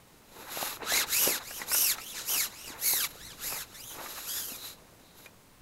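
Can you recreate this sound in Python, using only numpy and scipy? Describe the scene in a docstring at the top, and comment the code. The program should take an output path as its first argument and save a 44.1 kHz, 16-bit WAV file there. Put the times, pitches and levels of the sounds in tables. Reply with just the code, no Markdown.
"""A long carbon fishing pole is drawn back through the hands, close by, beside a still lake.
First, over quiet air and a light breeze, a jacket sleeve drags on the pole and its creases pop.
From about 1 s the arm reaches and pulls in turn: friction makes the sleeve rasp, and its ribs zip
at a pitch proportional to the arm's speed, while hands pat the tube and fingers tap it.
After 4.5 s the strokes are over; a narrow whisper swells in the last rubbing, and a joint clicks."""
import sys
import numpy as np
from scipy.fft import rfft, irfft, next_fast_len
from scipy.io import wavfile
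from scipy.ndimage import uniform_filter1d, map_coordinates

SR = 44100
rng = np.random.default_rng(int(sys.argv[2]) if len(sys.argv) > 2 else 0)


def store_pcm(level_fs):
    """Save levels as 16-bit WAV."""
    pcm = np.round(np.clip(level_fs, -1, 1) * 32767).astype(np.int16)
    wavfile.write(sys.argv[1], SR, np.atleast_2d(pcm).T)


N = 247573

# Arm strokes. Each row: fastest moment, rise and fall in seconds, top rib rate in Hz, roundness of
# the speed arch (1 pointed, 2 parabolic), share of speed lost by lift-off, fizz, hiss and rasp in dB,
# lean (gain from mid-stroke to end) in dB, zip and overtones in dB, relative spread of slip speeds.
ARM_STROKES = [ (.98, .172, .074, 2288, 1.4, .72, -32.5, -32.5, -33.5, 3.5, -32, -43.5, 0.05),
               (1.24, 0.2, .158, 2944, 1.73, 0.77, -28, -31.5, -38, -1, -38.5, -57, 0),
               (1.567, 0.21, .09, 3153, 1.4, 0.74, -44, -45, -51, 4, -53.5, -52, 0),
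               (1.792, 0.15, .168, 2955, 2.6, .78, -26, -31.5, -39.5, 0.5, -41.5, -34, 0.02),
               (2.101, 0.22, .125, 3508, 1.07, 0.79, -49, -51.5, -54.5, -1.5, -51, -54, 0.06),
               (2.311, 0.087, .18, 3099, 1.5, .76, -28, -32, -41, -1, -38, -38, 0.02),
               (2.642, 0.21, .115, 2956, 1.6, 0.77, -55, -52, -54, 6, -52.5, -52, 0.01),
               (2.875, 0.12, .207, 2210, 2.0, .72, -28.5, -36, -43.5, 5, -42, -37.5, 0.04),
               (3.271, .175, .09, 2093, 1.39, .7, -57, -60, -58, 5, -56, -52.5, .012),
               (3.514, 0.15, .143, 2625, 1.45, 0.68, -36, -39.5, -45, -2.5, -48.5, -54, 0.02),
               (3.88, 0.22, 0.091, 3508, 1.03, .18, -49, -55.5, -60, 0.5, -52, -49, 0.05),
               (4.34, .135, 0.25, 1707, 2.0, .4, -38, -44.5, -55, -1, -75, -46.5, 0.04)]
# Swells of unpitched cloth rubbing, alone or on top of a stroke.
# Each row: firmest moment, rise and fall in seconds, fizz, hiss and rasp in dB.
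RUB_SWELLS = [(.43, 0.18, 0.16, -54, -57.5, -55.5), (0.652, 0.2058, 0.14, -37.5, -41.5, -39.5),
              (2.179, 0.108, 0.11, -47, -42.5, -44), (3.11, 0.056, 0.027, -41.5, -51, -45),
              (4.172, 0.36, 0.18, -45.5, -48, -48.5), (4.371, .11, .1, -39, -40, -44),
              (4.67, .17, .1, -46.5, -49.5, -50), (5.245, 0.15, 0.05, -56.5, -62.5, -61)]
# Short pops and knocks. Each row: start in seconds, relative level in dB, pitch in Hz.
SHORT_POPS = [(0.57, -24.5, 660), (0.609, -24, 1140), (0.625, -18.5, 750), (0.725, -27, 1030),
              (0.768, -31, 1290), (0.83, -30, 405), (0.919, -18, 700), (1.267, -28, 502),
              (1.272, -14.5, 430), (1.288, -25, 506), (1.304, -35, 348), (2.297, -29.5, 977),
              (2.348, -32, 1027), (2.7, -36.5, 306), (2.933, -22.5, 861), (3.152, -38, 504.6),
              (3.522, -27.5, 812), (3.561, -32, 930), (3.964, -41.5, 321), (3.983, -34.5, 412),
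              (4.01, -32, 710), (4.034, -38.5, 483), (4.516, -36, 252), (5.256, -40, 1590)]
# Ringing ticks of the tube: finger taps, and last a joint clicking.
# Each row: start in seconds, relative level in dB, ring frequency in Hz.
TUBE_TICKS = [(1.506, -42.5, 1645), (1.614, -38, 1960), (1.713, -32.5, 1480), (1.744, -32.5, 1450),
              (1.98, -40.5, 1310), (4.057, -42.5, 1205), (4.158, -49, 1230), (4.176, -49.5, 1120),
              (5.258, -46.5, 2434)]
# Tube wall modes. Each row: multiple of the ring frequency, relative level in dB, T60 in seconds.
WALL_MODES = [(0.999, 6, 0.064), (1.42, -6, 0.035), (2.7, -7, 0.021), (4, -15.5, .04)]
# Bunching cloth and new grips. Each row: middle and half length in seconds, crumple and scuff in dB.
HAND_GRIPS = [(0.403, .06, -50.5, -50), (0.61, 0.14, -51.5, -42), (0.837, 0.039, -45.5, -41.5),
              (0.976, 0.099, -45, -40), (1.284, 0.1, -44.5, -40.5), (1.409, 0.0202, -60, -43),
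              (1.622, 0.031, -50, -45.5), (1.74, 0.19, -52.5, -50), (1.972, .03, -58, -46.5),
              (2.345, 0.038, -47, -42.5), (2.498, 0.0242, -59, -49.5), (2.754, 0.087, -53, -49),
              (3.542, 0.051, -54, -45.5), (4.018, 0.12, -51, -49), (4.186, 0.03, -61, -50),
              (4.515, 0.054, -53.5, -56), (4.9, 0.41, -62, -78)]
# A narrow whisper near 4 kHz. Each row: middle and half length in seconds, relative level in dB.
BAND_SWELLS = [(0.618, 0.11, -64.5), (1.42, 0.017, -48), (1.541, .03, -67), (4.079, .08, -62.5),
               (4.645, .08, -44.5), (5.089, .07, -61)]
# Strength of the breeze. Each row: time in seconds, relative level in dB.
BREEZE_LEVELS = [(0.0, -68), (0.87, -59.5), (1.05, -58), (1.16, -61), (2.97, -62), (3.48, -54.5),
                 (3.64, -61), (5.59, -66), (5.61, -56)]
# Noise spectra as heard, including the microphone's resonant peaks.
# Each row: frequency in Hz, relative spectral density in dB.
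FIZZ_SPECTRUM = [(7000, -47), (9300, -14.5), (10400, -7.5), (11200, -1.5), (11750, 0), (12600, -6.5),
                 (14000, -6.5), (15000, -24), (15700, -9)]
HISS_SPECTRUM = [(3000, -43), (4400, -4.5), (4900, 0), (5900, -0.5), (6900, 3.5), (7700, -1), (9000, -6),
                 (10500, -7), (13000, -34)]
RASP_SPECTRUM = [(600, -16), (1000, -1.5), (1400, 2), (2000, -2), (2700, 1), (3250, -2.5), (3950, 7),
                 (4600, -4.5), (5600, -12), (8000, -42)]
KNOCK_SPECTRUM = [(250, -42), (550, 0), (1200, -0.5), (2200, 1.5), (3500, -14), (7000, -15), (14000, -38.5)]
CLOTH_SPECTRUM = [(60, -39.5), (130, -9.5), (280, 1.5), (480, 4), (700, -0.5), (1100, -13), (3000, -49)]
SCUFF_SPECTRUM = [(300, -23), (600, -9), (850, 2.5), (1250, -1), (1600, -2), (2600, -9.5), (6000, -67.5)]
BREEZE_SPECTRUM = [(15, -0.5), (35, -1.5), (75, -2.5), (130, -3.5), (300, -9.5), (800, -58)]
LAKE_SPECTRUM = [(59, -37), (100, -7), (149, -7.5), (205, -6.5), (776, -16.5), (959, -12.5), (1700, -21),
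                 (1850, -17.5), (3330, -20.5), (10000, -23.5), (15600, -25)]

ONSET_DELAY_S = .003  # before each pop and tick sounds


def rubbing(rib_hz, moving, fizz_gain, hiss_gain, rasp_gain):
    """Sliding friction of nylon on the pole: three noise bands share one uneven contact pressure."""
    fine = friction(slips_per_s=5000, spread_db=3, slip_db=-10)
    fine = ribbed(fine, rib_hz, moving, likeness=.22, scatter=.035)
    medium = friction(slips_per_s=2500, spread_db=.5, slip_db=-7)
    medium = ribbed(medium, rib_hz, moving, likeness=.34, scatter=.025)
    coarse = friction(slips_per_s=1100, spread_db=-2.5, slip_db=-7.5)
    coarse = ribbed(coarse, rib_hz, moving, likeness=.49, scatter=.046)
    fizz = coloured(fine, FIZZ_SPECTRUM) * fizz_gain
    hiss = coloured(medium, HISS_SPECTRUM) * hiss_gain
    rasp = coloured(coarse, RASP_SPECTRUM) * rasp_gain
    pressure = amp(.847 * wobble(130) + 1.23 * wobble(27.97))
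    return (fizz + hiss + rasp) * pressure


def friction(slips_per_s, spread_db, slip_db):
    """Stick-slip: countless tiny slips superpose into noise, and larger ones stand out as impulses."""
    slips = (rng.random(N) < slips_per_s / SR) * rng.standard_normal(N)
    slips *= amp(spread_db * np.clip(rng.standard_normal(N), -2, 2))
    return unit(rng.standard_normal(N) + amp(slip_db) * unit(slips))


def ribbed(noise, rib_hz, moving, likeness, scatter, ribs=3):
    """Comb filtering: each rib meets the same roughness one period later, so the bands glide."""
    combed = noise.copy()
    for k in range(1, ribs + 1):
        delay = k * SR / rib_hz * (1 + scatter * wobble(200))
        combed += moving * likeness ** k * map_coordinates(noise, [np.arange(N) - delay], order=3)
    return combed / np.sqrt(1 + moving * likeness ** 2)


def zipping(rib_hz, spread, zip_gain, overtone_gain, patches=3, harmonics=6, jitter=.032, rolloff_db=2):
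    """Periodic plucking of the ribs gives a harmonic tone; each contact patch slips at its own pace."""
    fundamental, overtones = np.zeros((2, N))
    for _ in range(patches):
        patch_hz = rib_hz * (1 + spread * wobble(90) + jitter * wobble(1400))
        phase = 2 * np.pi * np.cumsum(patch_hz) / SR
        grip = amp(4.5 * wobble(150))  # the patch catches and lets go
        fundamental += grip * np.sin(phase)
        overtones += grip * sum(amp(-rolloff_db * (k - 2)) * np.sin(k * phase)
                                for k in range(2, harmonics + 1))
    fundamental = unit(fundamental * amp(1.3 * wobble(35)))
    overtones = unit(overtones * amp(1.3 * wobble(35)))
    return zip_gain * fundamental + overtone_gain * amp(2.5) * overtones


def arm_strokes(start_loss=.84, waver=.00706):
    """Rib rate is proportional to sliding speed, an arch in each stroke; faster is also brighter."""
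    gains = np.zeros((5, N))  # fizz, hiss, rasp, zip, overtones
    db_per_doubling = np.array([8, 5, -2, 5.5, 5])[:, None]  # of speed, for each gain
    firmest, spread = np.zeros((2, N))
    rib_hz = np.full(N, float(ARM_STROKES[0][3]))
    for (fastest, rise, fall, top_hz, roundness, braking,
         fizz_db, hiss_db, rasp_db, lean_db, zip_db, overtones_db, slip_spread) in ARM_STROKES:
        progress, contact = gesture(fastest, rise, fall)
        touching = np.flatnonzero(contact)
        progress, contact = progress[touching], contact[touching]
        loss = np.where(progress < 0, start_loss, braking)
        speed = 1 - loss * np.abs(progress) ** roundness
        levels_db = np.array([fizz_db, hiss_db, rasp_db, zip_db, overtones_db])[:, None]
        stroke = contact * amp(levels_db + db_per_doubling * np.log2(speed) + lean_db * progress)
        stroke[3:] *= contact ** .64  # the ribs only sing under firm contact
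        gains[:, touching] += stroke
        firmness = contact * amp(zip_db)
        leads = firmness > firmest[touching]  # at a turn, the firmer stroke sets the pitch
        rib_hz[touching[leads]] = top_hz * speed[leads]
        spread[touching[leads]] = slip_spread
        firmest[touching[leads]] = firmness[leads]
    moving = uniform_filter1d(1. * (firmest > 0), size=700)
    return rib_hz * (1 + waver * wobble(55)), spread, moving, gains


def rub_swells(sag_db=14.5, brush_db=-58):
    """Friction noise follows pressure: fizz, hiss and rasp gains swell over faint brushing."""
    gains = np.zeros((3, N))
    for firmest, rise, fall, *levels_db in RUB_SWELLS:
        progress, contact = gesture(firmest, rise, fall)
        gains += amp(levels_db)[:, None] * contact * amp(-sag_db * progress ** 2)
    return np.hypot(gains, amp(brush_db) * swell(middle_s=2.65, half_length_s=1.92))


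def gesture(middle, rise, fall, settle_s=.095, lift_s=.035):
    """Kinematics of one movement: its progress (-1 to 1) and the cloth's contact (0 to 1)."""
    t = np.arange(N) / SR - middle
    contact = np.clip((t + rise) / settle_s, 0, 1) ** 1.4 * np.clip((fall - t) / lift_s, 0, 1)
    return np.interp(t, [-rise, 0, fall], [-1, 0, 1]), contact


def pops(swell_cycles=.54, snap_t60=.0066, crumple_t60=.061):
    """Impulses from a fold, a hand or a joint: a snap, a heavily damped swing and a brief crumple."""
    swings, snap_gain, crumple_gain = np.zeros((3, N))
    t = np.arange(SR // 10) / SR
    for start, db, hz in SHORT_POPS:
        onset = start + ONSET_DELAY_S
        age = hz * t / swell_cycles
        add(swings, onset, amp(db - 2.6) * np.sin(2 * np.pi * hz * t) * age * np.exp(1 - age))
        add(snap_gain, onset, amp(db - 8 - 60 * t / snap_t60))
        add(crumple_gain, onset, amp(db - 21 - 60 * t / crumple_t60))
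    snaps = snap_gain * coloured(rng.standard_normal(N), RASP_SPECTRUM)
    crumples = crumple_gain * coloured(rng.standard_normal(N), CLOTH_SPECTRUM)
    return swings + snaps + crumples


def ticks(knock_t60=.046):
    """Modal ringing: a finger or joint excites the tube's wall modes, which the hand quickly damps."""
    rings, knock_gain = np.zeros((2, N))
    t = np.arange(SR // 6) / SR
    for start, db, hz in TUBE_TICKS:
        ring = np.zeros(len(t))
        for multiple, mode_db, t60 in WALL_MODES:
            decay = amp(mode_db + 2 * rng.standard_normal() - 60 * t / t60)
            ring += decay * np.sin(2 * np.pi * multiple * hz * t)
        add(rings, start + ONSET_DELAY_S, amp(db - 2) * ring)
        add(knock_gain, start + ONSET_DELAY_S, amp(db + 3 - 60 * t / knock_t60))
    return rings + knock_gain * coloured(rng.standard_normal(N), KNOCK_SPECTRUM)


def flexing(rasp_gain):
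    """Small irregular slips: the jacket crumples and the palms scuff with each rub and new grip."""
    effort = rasp_gain ** .3597  # grows more slowly than the rasp
    crumple_gain, scuff_gain = amp(-40.5) * effort, amp(-41.5) * effort
    for middle, half_length, crumple_db, scuff_db in HAND_GRIPS:
        grip = swell(middle, half_length)
        crumple_gain = np.maximum(crumple_gain, amp(crumple_db) * grip)
        scuff_gain = np.maximum(scuff_gain, amp(scuff_db) * grip)
    crumple = coloured(friction(slips_per_s=160, spread_db=-1, slip_db=-2.5), CLOTH_SPECTRUM)
    crumple *= amp(.7 * wobble(29))
    scuff = coloured(friction(slips_per_s=700, spread_db=0, slip_db=-5), SCUFF_SPECTRUM)
    scuff = unit(scuff * amp(3 * wobble(45)))
    return crumple * crumple_gain + scuff * scuff_gain


def whisper(centre_hz=3950, width_hz=560):
    """Resonant filtering of noise: one narrow band swells during the rubbing."""
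    level = sum(amp(db - 3) * swell(middle, half_length) for middle, half_length, db in BAND_SWELLS)
    band = filtered(rng.standard_normal(N), lambda hz: resonance(hz, centre_hz, width_hz) ** 2)
    return unit(band) * level


def lakeside(air_db=-60):
    """Pressure fluctuations of a breeze rumble on the microphone over the broad noise of open air."""
    breeze_db = np.interp(np.arange(N) / SR, *np.transpose(BREEZE_LEVELS))
    breeze = coloured(rng.standard_normal(N), BREEZE_SPECTRUM) * amp(breeze_db + 2 + .84 * wobble(21))
    return breeze + amp(air_db) * coloured(rng.standard_normal(N), LAKE_SPECTRUM)


def amp(db):
    """Amplitude ratio of a level in decibels."""
    return 10 ** (np.asarray(db) / 20)


def unit(x):
    """Normalisation to rms 1."""
    return x / np.sqrt(np.mean(x ** 2) + 1e-20)


def swell(middle_s, half_length_s):
    """A Gaussian envelope."""
    return np.exp(-((np.arange(N) / SR - middle_s) / half_length_s) ** 2)


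def wobble(knots_per_s):
    """Smooth random modulation: a spline through random knots."""
    knots = rng.standard_normal(N // 8)
    return map_coordinates(knots, [np.arange(N) * knots_per_s / SR], order=2, mode="wrap")


def filtered(x, response):
    """Linear filtering: the spectrum of x times a frequency response."""
    size = next_fast_len(N + SR // 4)
    return irfft(rfft(x, size) * response(np.fft.rfftfreq(size, 1 / SR)), size)[:N]


def coloured(x, spectrum):
    """Spectral shaping by (Hz, dB) points joined on a log frequency axis, at rms 1."""
    points_hz, db = np.transpose(spectrum)
    return unit(filtered(x, lambda hz: amp(np.interp(np.log(hz + 1), np.log(points_hz + 1), db))))


def resonance(hz, centre, width):
    """Band-pass response of a damped oscillator."""
    return 1j * hz * width / (centre ** 2 - hz ** 2 + 1j * hz * width)


def add(track, start_s, sound):
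    """Superposition of a sound on the track."""
    part = track[round(start_s * SR):][:len(sound)]
    part += sound[:len(part)]


def scene():
    """Free field: over open water the sources superpose with no echo."""
    rib_hz, spread, moving, gains = arm_strokes()
    fizz, hiss, rasp = np.hypot(gains[:3], rub_swells())  # strokes and swells add in power
    sleeve = rubbing(rib_hz, moving, fizz, hiss, rasp) + zipping(rib_hz, spread, *gains[3:])
    return (sleeve + whisper() + flexing(rasp) + pops() + ticks() + lakeside())[None]


def record(dry):
    """Band limiting: an ideal low-pass filter cuts at 15750 Hz."""
    return np.array([filtered(channel, lambda hz: hz < 15750) for channel in dry])


dry = scene()
out = record(dry)
store_pcm(out)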